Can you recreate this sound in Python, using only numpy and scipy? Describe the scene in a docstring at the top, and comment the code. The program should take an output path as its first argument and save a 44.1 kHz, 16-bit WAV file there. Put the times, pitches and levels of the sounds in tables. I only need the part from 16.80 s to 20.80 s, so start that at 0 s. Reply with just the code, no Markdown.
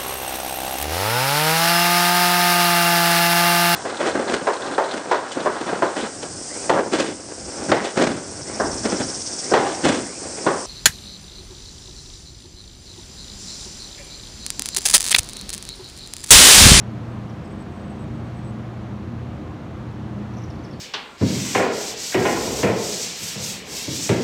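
"""Dusk in a town. From the start, far traffic lays a steady bed of rumble and tyre wash, with wavering
engine drones and a faint machine hum in it. A few small birds give short falling chips in the first
second, while a thin high whistle comes in and stutters until just before two seconds. The traffic
carries on alone, then the birds close with a flurry, a faint tail scattering off the buildings."""
import sys
import numpy as np
from scipy import signal
from scipy.fft import rfft, irfft
from scipy.io import wavfile

SR = 44100
rng = np.random.default_rng(int(sys.argv[2]) if len(sys.argv) > 2 else 0)


def wav_record(signal):
    """Record a signal, one row per channel, as 16-bit PCM in the file named by sys.argv[1]."""
    frames = np.transpose(np.atleast_2d(signal))
    bounded = np.clip(frames, -1, 1)
    # unit amplitude maps onto the largest positive 16-bit level
    quanta = np.round(bounded * 32767).astype(np.int16)
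    wavfile.write(sys.argv[1], SR, quanta)


N = 176400
TIME = np.arange(N) / SR

# The low rumble of far traffic. Each row: frequency in Hz, density in dB per Hz.
RUMBLE_SPECTRUM = [(20, -86), (31, -77), (40, -74.5), (56, -61), (76, -59), (98, -59), (150, -56),
                   (186, -59.5), (232, -57.5), (258, -66), (320, -59), (350, -66.5), (395, -66), (460, -80),
                   (800, -100)]
# The fader ride on the rumble. Each row: time in seconds, gain in dB.
RUMBLE_RIDE = [(0, -1), (.6, 0), (1, -0.5), (1.3, 0.8), (1.6, -0.5), (2, 0), (2.6, 0), (2.8, 0), (3.1, .5),
               (3.5, -0.1), (4, 0.6)]
# The wash of tyres and air. Each row: frequency in Hz, density in dB per Hz.
WASH_SPECTRUM = [(200, -81.5), (480, -72), (670, -70.5), (880, -74.5), (1150, -75.5), (1600, -81),
                 (3200, -90), (4400, -94), (4950, -98.5), (5700, -98), (7000, -101.5), (8000, -106.5),
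                 (9500, -108.5), (10400, -115), (11200, -112), (15500, -121)]
# The ride on the top end of the wash. Each row: time in seconds, shelf gain in dB.
TREBLE_RIDE = [(0, 0.2), (.8, .3), (1.6, -0.3), (2.3, -0.4), (3.1, -0.4), (4, 1)]
# The main engine drone, coming and going. Each row: time in seconds, level in dB.
MAIN_DRONE_RIDE = [(0, -34.5), (.12, -32.5), (.3, -36.5), (.55, -38.5), (.85, -45.5), (1.15, -51),
                   (1.33, -34.5), (1.88, -33.5), (2.15, -37), (2.5, -35.5), (2.75, -55), (3.05, -35.5),
                   (3.35, -35), (3.68, -37.5), (3.82, -46), (4, -40)]
# A second, rougher engine drone. Each row: time in seconds, level in dB.
ROUGH_DRONE_RIDE = [(0, -42.5), (.4, -46.5), (.9, -46.5), (1.25, -36.5), (1.6, -44.5), (2.3, -45.5),
                    (3.2, -49.5), (4, -47)]
# Fainter engine and machine tones. Each row: pitch in Hz, level in dB, wander in Hz, flutter in dB.
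MACHINE_HUMS = [(86.4, -43.5, 0.49, 2.5), (204.2, -42.5, 0.52, 4), (301.9, -50, 0.9, 3.5),
                (504.2, -53, 0.42, 0.5), (709.4, -59.5, 0.64, 4), (788, -67, 0.55, 0.5),
                (1068, -68.5, 3.1, 7.5)]
# Bird chips. Each row: start in seconds, length in seconds, level in dB before the fade,
# opening pitch in Hz, closing pitch in Hz, rasp from 0 to 1.
BIRD_CHIPS = [(0.002, 0.029, -56, 5650, 5550, 0.17), (.493, .018, -50, 6200, 4400, .1),
              (.592, .012, -56, 5300, 4900, .2), (0.648, .026, -55, 5600, 4100, .1),
              (3.536, .007, -48, 6020, 5250, .1), (3.568, .008, -45, 6250, 4900, 0.2),
              (3.58, .012, -44, 6630, 4700, 0.2), (3.616, .014, -48, 6200, 4800, .2),
              (3.635, .012, -42.5, 6550, 4700, 0.06), (3.699, 0.015, -43.5, 6000, 4200, .1),
              (3.753, 0.015, -51, 5000, 4100, 0.7), (3.791, .006, -49, 4900, 4000, .3),
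              (3.837, .008, -47, 6550, 6000, .2), (3.842, .021, -44, 5850, 3920, 0.26),
              (3.862, .012, -53, 5600, 4800, .6), (3.908, 0.01, -46, 5100, 5650, .2),
              (3.926, .024, -46, 5100, 4000, 0.88), (3.953, .006, -52, 4630, 4000, .3)]
# The whistle's spurts. Each row: start in seconds, length in seconds, level in dB before the trim.
WHISTLE_SPURTS = [(.21, .14, -73.5), (.36, .16, -79), (.555, .05, -76), (.644, .02, -61.5),
                  (.672, .02, -63), (.70, 0.072, -66), (.78, 0.055, -61), (.84, 0.076, -75),
                  (.915, 0.11, -67.5), (1.035, 0.026, -62.5), (1.068, 0.06, -62.5), (1.137, .04, -66.5),
                  (1.188, 0.058, -64.5), (1.28, .13, -72), (1.44, 0.042, -69), (1.548, .066, -65),
                  (1.629, .058, -61), (1.688, .022, -62), (1.715, .06, -77)]


def from_db(db):
    """Decibels to gain."""
    return 10 ** (np.asarray(db) / 20)


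def ride(rows):
    """A fader move: straight lines through (seconds, value) points, read at every sample."""
    return np.interp(TIME, *np.transpose(rows))


def drift(rate):
    """A smooth random wobble with a spread of 1, changing about rate times a second."""
    hop, run_in = 40, 2000  # samples per step; steps for the filter to settle
    pole = np.exp(-2 * np.pi * hop * rate / SR)
    noise = rng.standard_normal(N // hop + run_in + 2)
    slow = signal.lfilter([1], [1, -2 * pole, pole * pole], noise)[run_in:]
    return np.interp(np.arange(N) / hop, np.arange(len(slow)), (slow - slow.mean()) / slow.std())


def coloured_noise(spectrum):
    """Noise shaped to (Hz, dB per Hz) points, rolling off past both ends."""
    hz, db = np.transpose(spectrum)
    bins = np.maximum(np.fft.rfftfreq(N, 1 / SR), 1)
    density = from_db(np.interp(np.log(bins), np.log(hz), db))
    density *= np.minimum(1, bins / hz[0]) * np.minimum(1, hz[-1] / bins) ** 2
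    return irfft(rfft(rng.standard_normal(N)) * density, N) * np.sqrt(SR / 2)


def traffic():
    """The bed: many far vehicles blur into a rumble and a tyre wash, both swelling a little."""
    swell_db, shelf_hz = .3, 3500
    rumble = coloured_noise(RUMBLE_SPECTRUM) * from_db(ride(RUMBLE_RIDE))
    wash = coloured_noise(WASH_SPECTRUM) * from_db(swell_db * drift(rate=1.7))
    treble = signal.sosfilt(signal.butter(1, shelf_hz, "high", fs=SR, output="sos"), wash)
    return rumble + wash + treble * (from_db(ride(TREBLE_RIDE)) - 1)


def drone(hz, db, wander_hz, flutter_db):
    """One engine or machine tone, its pitch and rms level wavering on the way through the air."""
    pitch_hz = hz + wander_hz * drift(rate=1.65)
    gain = from_db(db + flutter_db * drift(rate=3.2))
    cycles = np.cumsum(pitch_hz) / SR + rng.random()
    return np.sqrt(2) * gain * np.sin(2 * np.pi * cycles)


def engines():
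    """Two engine drones come and go over several lasting hums."""
    main = drone(hz=117.8, db=ride(MAIN_DRONE_RIDE), wander_hz=.7, flutter_db=.95)
    rough = drone(hz=231.5, db=ride(ROUGH_DRONE_RIDE), wander_hz=4, flutter_db=.5)
    return main + rough + sum(drone(*hum) for hum in MACHINE_HUMS)


def birds():
    """Each chip is a quick fading glide with a weak octave; a fast pitch shake gives it rasp."""
    attack, release = .41, .17  # shares of a chip's length
    bend, fade_db, octave_db = 1.31, 13, -22
    shake_hz = 600 * drift(rate=310)
    chips = np.zeros(N)
    for start, length, db, start_hz, end_hz, rasp in BIRD_CHIPS:
        span = (TIME >= start) & (TIME < start + length)
        progress = (TIME[span] - start) / length
        glide_hz = start_hz + (end_hz - start_hz) * progress ** bend
        phase = 2 * np.pi * np.cumsum(glide_hz + rasp * shake_hz[span]) / SR
        voice = np.sin(phase) + from_db(octave_db) * np.sin(2 * phase)
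        ramp = np.minimum(progress / attack, (1 - progress) / release)
        envelope = np.sin(np.pi / 2 * np.minimum(1, ramp)) ** 2
        chips[span] += from_db(db - fade_db * progress ** 2) * envelope * voice
    return chips


def building_scatter(sound):
    """The faint, diffuse tail that the buildings throw back."""
    send_db, t60_s = -5, .48
    t = TIME[:SR // 2]
    tail = rng.standard_normal(len(t)) * np.exp(-np.log(1000) * t / t60_s)
    return from_db(send_db) * signal.fftconvolve(sound, tail / np.linalg.norm(tail))[:N]


def whistle():
    """A thin stuttering tone, part clean and part narrow noise, perhaps a far brake squealing."""
    faint_hz, sag_hz, wander_hz = 8100, 45, 12.5
    edge_s, noise_share, trim_db = .012, .27, -.5
    strength = np.zeros(N)
    for start, length, db in WHISTLE_SPURTS:
        inside_s = np.minimum(TIME - start, start + length - TIME)
        strength += from_db(db) * np.clip(.5 + inside_s / edge_s, 0, 1)
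    # The pitch sinks as the whistle gets louder.
    pitch_hz = faint_hz - sag_hz * strength / strength.max() + wander_hz * drift(rate=30)
    carrier = np.exp(2j * np.pi * np.cumsum(pitch_hz) / SR)
    noise = drift(rate=37) + 1j * drift(rate=37)
    flicker = np.sqrt(2 * (1 - noise_share)) + np.sqrt(noise_share) * noise
    return from_db(trim_db) * strength * np.real(flicker * carrier)


def scene():
    """The mono mix: traffic and engines underneath, whistle and birds on top."""
    backdrop = traffic() + engines() + whistle()
    chips = birds()
    return (backdrop + chips + building_scatter(chips))[None]


def record(dry):
    """A steep high cut on the whole mix."""
    cutoff_hz = 15700
    return signal.sosfilt(signal.ellip(12, .1, 90, cutoff_hz, fs=SR, output="sos"), dry)


dry = scene()
out = record(dry)
wav_record(out)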